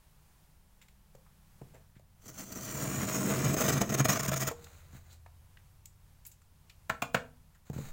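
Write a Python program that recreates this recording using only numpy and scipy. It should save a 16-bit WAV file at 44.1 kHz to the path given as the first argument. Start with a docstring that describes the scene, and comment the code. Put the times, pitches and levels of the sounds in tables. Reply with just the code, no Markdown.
"""Faint taps of scissors and fingers on a cardboard box, close by indoors, over an engine idling outside.
A blade slits the tape, gliding, then jerking: one force tears the fibres and shakes flaps and box.
A hand slides off (skin friction) and the scissors click. Three slaps thump the box and ring the table;
a hand drops on the box. The engine is a sum of harmonics of its cycle rate. A phone picks it all up."""
import sys
import numpy as np
from scipy import signal
from scipy.fft import rfft, irfft, next_fast_len
from scipy.io import wavfile
from scipy.ndimage import uniform_filter1d, map_coordinates

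SR = 44100
rng = np.random.default_rng(int(sys.argv[2]) if len(sys.argv) > 2 else 0)


def dump(signal):
    """Clip the signal to [-1, 1] and save it as 16-bit WAV at the path in sys.argv[1]."""
    limited = np.clip(np.atleast_2d(signal).T, -1, 1)
    pcm = np.round(limited * 32767).astype(np.int16)
    wavfile.write(sys.argv[1], SR, pcm)


N = 349272

# flap resonances: f/Hz, width/Hz, level/dB
FLAP_MODES = [(330, 23, 2), (496, 41, 2.5), (643, 42, 8), (1033, 1800, -2), (1268, 350, -0.5),
              (1882, 93, -2.5), (2329, 22, 4.5)]
# box resonances, two of the air, then two of the walls: f/Hz, width/Hz, level/dB
BOX_MODES = [(83, 12, -4), (136.8, 18.7, 7.5), (190.3, 22, -3), (243, 127, -12.5)]
# table-top modes: f/Hz, level/dB, t60/s
TABLE_MODES = [(248, -28, .5), (272, -31, .4), (472, -30, .55)]


def cut():
    """One blade force, glide plus jerks, tears the tape and shakes flaps and box."""
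    # steady push: t/s, tear level/dB, boom level/dB, walls re air/dB
    push = [(2.15, -100, -94, 4), (2.24, -62.5, -51.5, -0.5), (2.42, -55.5, -53.5, 9),
            (2.81, -39.5, -38.5, 1.5), (2.95, -42, -32, -3.5), (3.15, -40, -39, 7), (3.3, -38, -33.5, 10.5),
            (3.46, -40, -27.5, -3.5), (3.53, -37, -32, 6), (3.56, -51.5, -33.5, 10),
            (3.65, -37.5, -29, 1.5), (3.85, -51, -28, -1), (4.1, -54, -35, 4.5), (4.16, -48, -30.5, -2),
            (4.29, -54.5, -35.5, -33), (4.43, -47, -38, 2), (4.5, -50.5, -33, -11), (4.55, -81, -52, 9),
            (4.7, -100, -85, 6.5)]
    # jerks through the tape: t/s, rise/s, hold/s, level/dB
    jerks = [(2.218, 0.0028, 0.0041, -62), (2.255, 0.0034, 0.013, -51.5), (2.278, .001, 0.022, -49.5),
             (2.338, 0.0018, 0.037, -55), (2.374, 0.0078, 0.03, -44.5), (2.407, .002, 0.032, -48.5),
             (2.519, .002, 0.0086, -46.5), (2.551, .002, 0.023, -47.5), (3.137, 0.012, 0.013, -38),
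             (3.438, 0.0023, 0.02, -38), (3.53, 0.012, 0.0064, -35), (3.565, .002, 0.04, -37),
             (3.603, 0.006, 0.015, -31.5), (3.64, 0.023, 0.0076, -37.5), (3.68, 0.0013, 0.025, -31.5),
             (3.711, 0.019, 0.01, -33.5), (3.757, 0.0017, 0.025, -38.5), (3.806, 0.0077, 0.0082, -30.5),
             (3.891, 0.00089, 0.017, -40), (3.913, 0.013, 0.0059, -39), (3.937, 0.0069, 0.0076, -31),
             (3.969, 0.016, 0.023, -35), (3.989, 0.0071, 0.016, -33.5), (4.043, 0.01, 0.0061, -27.5),
             (4.083, 0.0027, 0.0081, -29), (4.094, .001, 0.012, -26.5), (4.104, .015, 0.018, -32),
             (4.132, 0.019, 0.025, -37), (4.191, 0.0046, 0.013, -33.5), (4.225, 0.0088, .002, -33.5),
             (4.236, 0.012, 0.016, -37.5), (4.273, 0.0092, 0.013, -35), (4.314, 0.0038, 0.027, -35.5),
             (4.355, 0.01, 0.015, -36), (4.395, 0.011, 0.03, -35), (4.466, 0.0093, 0.012, -32)]
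    glide_db, boom_db, walls_db = curves(push)
    power = amp(glide_db + 1.47 * wobble(45)) ** 2
    for at_s, rise_s, hold_s, db in jerks:
        add(power, at_s, (amp(db) * burst(hold_s, rise_s, t60_s=0.02)) ** 2)
    direct = tape_tear(np.sqrt(power)) + flap_scrape(power, boom_db)
    # drifting reflections off hand and flaps
    near = sum(0.18 * delayed(direct, ms + 0.163 * wobble(4)) for ms in (1.7, 2.9))
    return direct + near + amp(-3) * box_boom(power, boom_db, walls_db)


def tape_tear(force):
    """Fibres part under the blade; the colour shifts as the slit grows, and the lid reflects it."""
    # middle peak of the tear: t/s, pitch ratio
    bend = [(2.5, 0.91), (2.85, 0.98), (3.3, 0.98), (3.65, .93), (4.5, 0.91)]
    # lid reflection, moving with the blade: t/s, delay/ms
    lid_echo = [(2.6, .663), (2.92, .705), (3.22, .733), (3.5, .753), (3.7, .778), (4.12, .74), (4.19, .56)]
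    low_ratio, high_ratio = 0.93, 1.03
    fibres = force * patchy(grit(depth_db=1.8, rate_hz=380), depth_db=1.5)
    blend = np.clip((curves(bend)[0] - low_ratio) / (high_ratio - low_ratio), 0, 1)
    low = filtered(fibres, lambda hz: tear_gain(hz, low_ratio))
    high = filtered(fibres, lambda hz: tear_gain(hz, high_ratio))
    tear = (1 - blend) * low + blend * high
    dulled = uniform_filter1d(tear, size=2)  # card reflects less treble
    return tear + 0.56 * delayed(dulled, curves(lid_echo)[0] + 0.0067 * wobble(9))


def tear_gain(hz, ratio=1):
    """Tearing colour, all but its top peak shifted by ratio."""
    # tear spectrum with the phone's two treble peaks: f/Hz, density/dB
    spectrum = [(1290, -41), (2200, -11), (2730, -18), (3440, -9.5), (4200, -12), (5720, -6.5), (6900, 4),
                (7900, -1.5), (8660, -6.5), (11100, -13), (13000, -11), (15100, -2.5), (16000, -3.5)]
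    shift = 1 + (ratio - 1) / (1 + (hz / 11000) ** 8)
    return amp(log_interp(spectrum, hz / shift))


def flap_scrape(power, boom_db):
    """The flaps scrape with the blade and go on between jerks, louder as the boom grows."""
    linger_s, linger_share = 0.035, 0.11
    lingering = uniform_filter1d(power, round(linger_s * SR), origin=round(linger_s * SR / 3))
    force = np.sqrt(power + linger_share * np.abs(lingering))
    level_db = -2 + 0.29 * (boom_db + 34)
    scrape = amp(level_db) * force * grit(depth_db=1.93, rate_hz=200)
    return filtered(scrape, body(FLAP_MODES, top_hz=3150))


def box_boom(power, boom_db, walls_db):
    """The jerks shake the enclosed air and the walls."""
    slow_power = np.abs(uniform_filter1d(power, SR // 8)) + 1e-12
    jerk_pattern = (power / slow_power) ** 0.46  # slow level removed, peaks evened out
    shake = amp(boom_db) * jerk_pattern * grit(depth_db=1.2, rate_hz=60)
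    cavity = filtered(shake, body(BOX_MODES[:2], top_hz=403))
    walls = filtered(amp(walls_db - 3.5) * shake, body(BOX_MODES[2:], top_hz=820))
    return cavity + walls


def slaps():
    """Each contact builds for a few ms, cracks, thumps the box and leaves the table ringing faintly."""
    # t/s, level/dB, hollow f/Hz, hollow/dB, crack f/Hz, crack/dB, bright/dB, t60/s
    hits = [(6.895, -24.5, 715, 12, 1470, 8.5, -16, 0.06),
            (7.0200, -26.5, 696, 11, 2420, 14.5, -9.5, 0.065),
            (7.1440, -21, 640, 13, 1600, 8, -13.5, 0.077)]
    # palm resonances: f/Hz, width/Hz, level/dB
    palm_modes = [(238, 86, 10), (1004, 240, 3), (1358, 300, 8.5), (2170, 220, 4.5)]
    contact_s, hollow_width_hz, crack_width_hz = 0.0053, 210, 250
    out = np.zeros(N)
    for at_s, db, hollow_hz, hollow_db, crack_hz, crack_db, bright_db, t60_s in hits:
        env = burst(hold_s=0.0018, rise_s=0.0018, t60_s=t60_s)
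        blow = 12 * signal.unit_impulse(len(env), round(contact_s * SR))
        own_modes = [(hollow_hz, hollow_width_hz, hollow_db), (crack_hz, crack_width_hz, crack_db)]
        palm = filtered(env * rng.standard_normal(len(env)) + blow,
                        body(palm_modes + own_modes, top_hz=2680))
        palm *= np.linalg.norm(env) / np.linalg.norm(palm)
        bright_env = amp(bright_db) * burst(hold_s=0.0043, rise_s=0.00025, t60_s=0.041)
        bright = filtered(bright_env * rng.standard_normal(len(env)), tear_gain)
        add(out, at_s, amp(db) * (palm + bright))
        add(out, at_s + contact_s, amp(db - 9) * thud(top_hz=600))
        add(out, at_s, ring(TABLE_MODES, db))
    return out


def touches():
    """Scissors, fingers and card meet in puffs of grit: a bright part and a pitched snap."""
    # t/s, bright/dB, snap/dB, snap f/Hz, nominal length/ms
    contacts = [(0.814, -59.5, -60, 2300, 14), (0.883, -61.5, -61, 2500, 4.3), (1.1492, -58, -51, 490, 4.2),
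                (1.263, -74, -63.5, 1080, 6.5), (1.6145, -67.5, -45.5, 380, 6.3),
                (1.7358, -71.5, -58, 476, 27), (1.742, -83, -65.5, 1870, 23), (1.951, -74, -69, 1920, 23),
                (1.995, -69, -59, 515, 5.1), (3.813, -58, -31.5, 580, 11), (4.097, -49, -30.5, 1230, 8),
                (4.512, -47, -41.5, 750, 8.6), (4.642, -51.5, -56.5, 3970, 4.7),
                (5.097, -66, -65.5, 3940, 31), (5.125, -61, -66, 3920, 9.7), (5.261, -77, -50, 790, 3),
                (5.263, -84, -58, 2120, 2.7), (5.5707, -81, -53.5, 2010, 3.6),
                (5.8561, -41.5, -69, 3900, 3.9), (6.2502, -50, -66, 1700, 12),
                (6.264, -55.5, -47, 13550, 11.5), (6.314, -54.5, -78, 2500, 11.7),
                (6.4166, -64, -68, 1350, 5.5), (6.696, -59, -55, 2860, 8.8), (7.1382, -53, -62, 3000, 6.7),
                (7.544, -75, -68.5, 1630, 18), (7.6985, -51, -41.5, 456, 3), (7.731, -54, -51.5, 720, 5.1),
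                (7.7801, -53.5, -44.5, 430, 11.4)]
    # bright part: f/Hz, density/dB
    spectrum = [(1180, -50), (2180, -9.5), (3510, -11), (4750, -7), (5550, -9.5), (7380, 3.5), (9650, -14),
                (15800, -5)]
    bright_env, snaps = np.zeros(N), np.zeros(N)
    for at_s, bright_db, snap_db, hz, length_ms in contacts:
        rise_s = 0.0007 * (1 + (length_ms / 14) ** 3)  # long rubs start softly
        env = burst(0.5 * length_ms / 1000, rise_s, t60_s=5.3 * length_ms / 1000)
        add(bright_env, at_s, amp(bright_db) * env)
        narrow = signal.iirpeak(hz, Q=2.6, fs=SR)
        wide = signal.iirpeak(hz, Q=max(0.45, 4 * hz / SR), fs=SR)
        puff = env * rng.standard_normal(len(env))
        snap = signal.lfilter(*narrow, signal.lfilter(*wide, puff))
        add(snaps, at_s, amp(snap_db) * snap * np.linalg.norm(env) / np.linalg.norm(snap))
    bright = bright_env * grit(depth_db=3.5, rate_hz=450)
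    return snaps + filtered(bright, lambda hz: amp(log_interp(spectrum, hz)))


def thumps():
    """Soft pushes excite the box's low modes."""
    # t/s, peak/dB
    pushes = [(1.15, -54), (1.6149, -40.5), (1.748, -54), (1.965, -48), (3.813, -21), (4.003, -20.5),
              (4.091, -29), (4.284, -22.5), (4.934, -45), (4.951, -44), (7.6995, -29), (7.736, -38),
              (7.763, -29.5), (7.787, -29.5), (7.806, -33)]
    out, pulse = np.zeros(N), thud(top_hz=210)
    for at_s, db in pushes:
        add(out, at_s, -amp(db) * pulse)
    return out


def blade_exit():
    """The blade leaves the card: a dull knock at the table's top mode, which rings on faintly."""
    hz, db, t60_s = max(TABLE_MODES)
    knock = (0.98 * hz, db + 16, 0.1)
    out = np.zeros(N)
    add(out, at_s=4.513, x=ring([(hz, db, t60_s), knock], db=-22))
    return out


def hand_slide():
    """Strokes swell and fade: friction grit through the resonances of skin and flaps."""
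    # t/s, length/s, skin/dB, flaps/dB
    strokes = [(4.532, 0.43, -62, -67), (4.91, 0.14, -61.5, -77), (5.038, 0.14, -64, -85),
               (7.653, 0.079, -64.5, -92), (7.731, 0.22, -53, -58.5)]
    # sliding skin: f/Hz, width/Hz, level/dB
    skin_modes = [(190, 120, -4), (664, 1670, 7.5), (1410, 130, 3), (2050, 300, -13), (3840, 380, 1.5),
                  (6650, 1100, 5), (15400, 6100, 1.5)]
    at_s, length_s, skin_db, flaps_db = np.transpose(strokes)[:, :, None]
    progress = np.clip((np.arange(N) / SR - at_s) / length_s, 0, 1)
    swell = np.abs(np.sin(np.pi * progress ** 0.65)) ** 0.75 * amp(2.0 * wobble(30))
    skin = filtered(grit(depth_db=2.0, rate_hz=300), body(skin_modes, top_hz=30000))
    flaps = filtered(grit(depth_db=11.0, rate_hz=130), body(FLAP_MODES, top_hz=3000))
    return np.sum(swell * (amp(skin_db) * skin + amp(flaps_db) * flaps), axis=0)


def phone_shake():
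    """The phone shakes as the hand drops: a slow sub-bass sway swells in and lasts to the end."""
    at_s, rise_s = 7.72, 0.034
    return amp(-49) * np.clip((np.arange(N) / SR - at_s) / rise_s, 0, 1) * unit_rms(wobble(55))


def engine():
    """Idle: harmonics of the engine cycle, each swelling slowly on its own."""
    # t/s, level/dB, deep share/0-1
    course = [(0, -70.5, 0), (.8, -66.5, 0.17), (1.5, -63, 0.06), (2.2, -63.5, 0.37), (4.6, -55, 0.6),
              (5.3, -59, 0.9), (5.9, -60.5, 0.4), (6.5, -65.5, 0.7), (7.2, -58, 0.5), (7.92, -68, 0.37)]
    # thin timbre: harmonic, level/dB
    thin = [(1, -5.5), (2, -4), (3, -2), (4, -20.5), (5, -16), (6, -4), (7, -11.5), (8, -5.5), (9, -16),
            (11, -9), (13, -4.5), (16, -7), (17, -11.5)]
    # deep timbre: harmonic, level/dB
    deep = [(1, -10), (2, -10), (3, -13.5), (4, -7), (5, 2), (6, -0.5), (7, 9.5), (8, -2), (9, -2),
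            (11, -1.5), (13, -10), (16, -18), (17, -23)]
    idle_hz, sag_hz_per_s = 12.035, 0.03
    cycle_hz = idle_hz - sag_hz_per_s * np.arange(N) / SR
    phase = 2 * np.pi * np.cumsum(cycle_hz) / SR
    level_db, deep_share = curves(course)
    drone = np.zeros(N)
    for (k, thin_db), (_, deep_db) in zip(thin, deep):
        harmonic_db = (1.5 - deep_share) * thin_db + deep_share * deep_db + 2.3 * wobble(1.41)
        drone += amp(harmonic_db) * np.sin(k * phase + 1.38 * wobble(0.515))
    running_rms = np.sqrt(np.abs(uniform_filter1d(drone ** 2, SR)))
    return amp(level_db) * drone / running_rms


def hiss():
    """Room and phone noise, wavering slightly."""
    # f/Hz, density/dB
    spectrum = [(20, -3), (53, 0), (107, -14.5), (154, -4.5), (182, -15.5), (241, -20.5), (347, -25),
                (698, -24.5), (923, -21.5), (1220, -25.5), (1810, -28.5), (4300, -32), (14700, -32)]
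    noise = amp(1.35 * wobble(4.9)) * rng.standard_normal(N)
    return amp(-64) * filtered(noise, lambda hz: amp(log_interp(spectrum, hz)))


def room(x):
    """Reverberation, each frequency dying at its own speed; a fresh tail every 0.25 s."""
    # f/Hz, t60/s
    decay = [(200, 0.4), (1000, 0.28), (3000, 0.23), (8000, 0.24), (16000, 0.14)]
    step, predelay_samples = SR // 4, 300
    out = np.zeros(N + 2 * SR)
    for start in range(0, N, step):
        hz, t, bins = signal.stft(rng.standard_normal(SR // 2), SR, nperseg=256)
        fade = amp(-60 * t / log_interp(decay, hz)[:, None])
        tail = signal.istft(bins * fade, SR, nperseg=256)[1]
        wet = signal.fftconvolve(x[start:start + step], tail / np.linalg.norm(tail))
        out[start + predelay_samples:][:len(wet)] += wet
    return out[:N]


def body(modes, top_hz, bass_hz=72.5):
    """Causal response of summed resonances, radiating little below bass_hz and above top_hz."""
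    def response(f):
        peaks = sum(amp(db) * 1j * f * width / (hz * hz - f * f + 1j * f * width)
                    for hz, width, db in modes)
        return peaks / (1 + 1j * f / top_hz) ** 2 * (1j * f / (bass_hz + 1j * f)) ** 2
    return response


def thud(top_hz):
    """Box response to one push, peak 1."""
    x = filtered(signal.unit_impulse(SR // 8), body(BOX_MODES, top_hz))
    return x / np.abs(x).max()


def ring(modes, db):
    """Modes decaying after a blow."""
    t = np.arange(SR // 2) / SR
    return sum(amp(db + mode_db - 60 * t / t60_s) * np.sin(2 * np.pi * hz * t)
               for hz, mode_db, t60_s in modes)


def burst(hold_s, rise_s, t60_s):
    """Rise, hold, decay envelope."""
    t = np.arange(SR // 8) / SR
    return np.minimum(t / rise_s, 1) * amp(-60 * np.maximum(t - rise_s - hold_s, 0) / t60_s)


def grit(depth_db, rate_hz):
    """Noise that flickers as fibres catch and part."""
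    return unit_rms(amp(depth_db * wobble(rate_hz)) * rng.standard_normal(N))


def patchy(x, depth_db):
    """Random colour shifts in patches of about 1 kHz by 40 ms."""
    bins = signal.stft(x, nperseg=256)[2]
    field = uniform_filter1d(rng.standard_normal(bins.shape), size=6, axis=0)
    field = uniform_filter1d(field, size=14, axis=1)
    return signal.istft(bins * amp(depth_db * unit_rms(field)), nperseg=256)[1][:N]


def wobble(rate_hz):
    """Smooth random curve, rate_hz knots a second."""
    knots = int(N * rate_hz / SR) + 4
    grid = np.arange(knots * 6)
    spline = map_coordinates(rng.standard_normal(knots), [grid / 6])
    return np.interp(np.arange(N) * rate_hz / SR * 6, grid, spline)


def filtered(x, response):
    """Apply a frequency response, scaled to keep white-noise power."""
    size = next_fast_len(len(x) + SR // 4)
    gain = response(np.fft.rfftfreq(size, 1 / SR))
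    return irfft(rfft(x, size) * gain / np.sqrt(np.mean(np.abs(gain) ** 2)), size)[:len(x)]


def delayed(x, delay_ms):
    return map_coordinates(x, [np.arange(N) - delay_ms * SR / 1000], order=2)


def curves(rows):
    """Per-sample values of each column after t/s."""
    times_s, *columns = np.transpose(rows)
    return [np.interp(np.arange(N) / SR, times_s, column) for column in columns]


def log_interp(points, hz):
    knots_hz, values = np.transpose(points)
    return np.interp(np.log(hz + 1), np.log(knots_hz + 1), values)


def add(track, at_s, x):
    part = track[round(at_s * SR):][:len(x)]
    part += x[:len(part)]


def amp(db):
    return 10 ** (np.asarray(db) / 20)


def unit_rms(x):
    return x / np.sqrt(np.mean(x ** 2) + 1e-20)


def scene():
    """Close sources and their reverberation over engine and hiss, mono."""
    blade = cut()
    hands = touches() + thumps() + blade_exit() + phone_shake() + hand_slide()
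    hits = slaps()
    air = hiss()
    wet = room(amp(-16) * blade + amp(-10.5) * hands + amp(-11.5) * hits)
    return (blade + hands + hits + wet + engine() + air)[None]


def record(dry):
    """The phone keeps nothing above its band limit."""
    limit_hz = 15850
    size = next_fast_len(N + 8192)
    passband = np.fft.rfftfreq(size, 1 / SR) < limit_hz
    return irfft(rfft(dry, size) * passband, size)[:, :N]


dry = scene()
out = record(dry)
dump(out)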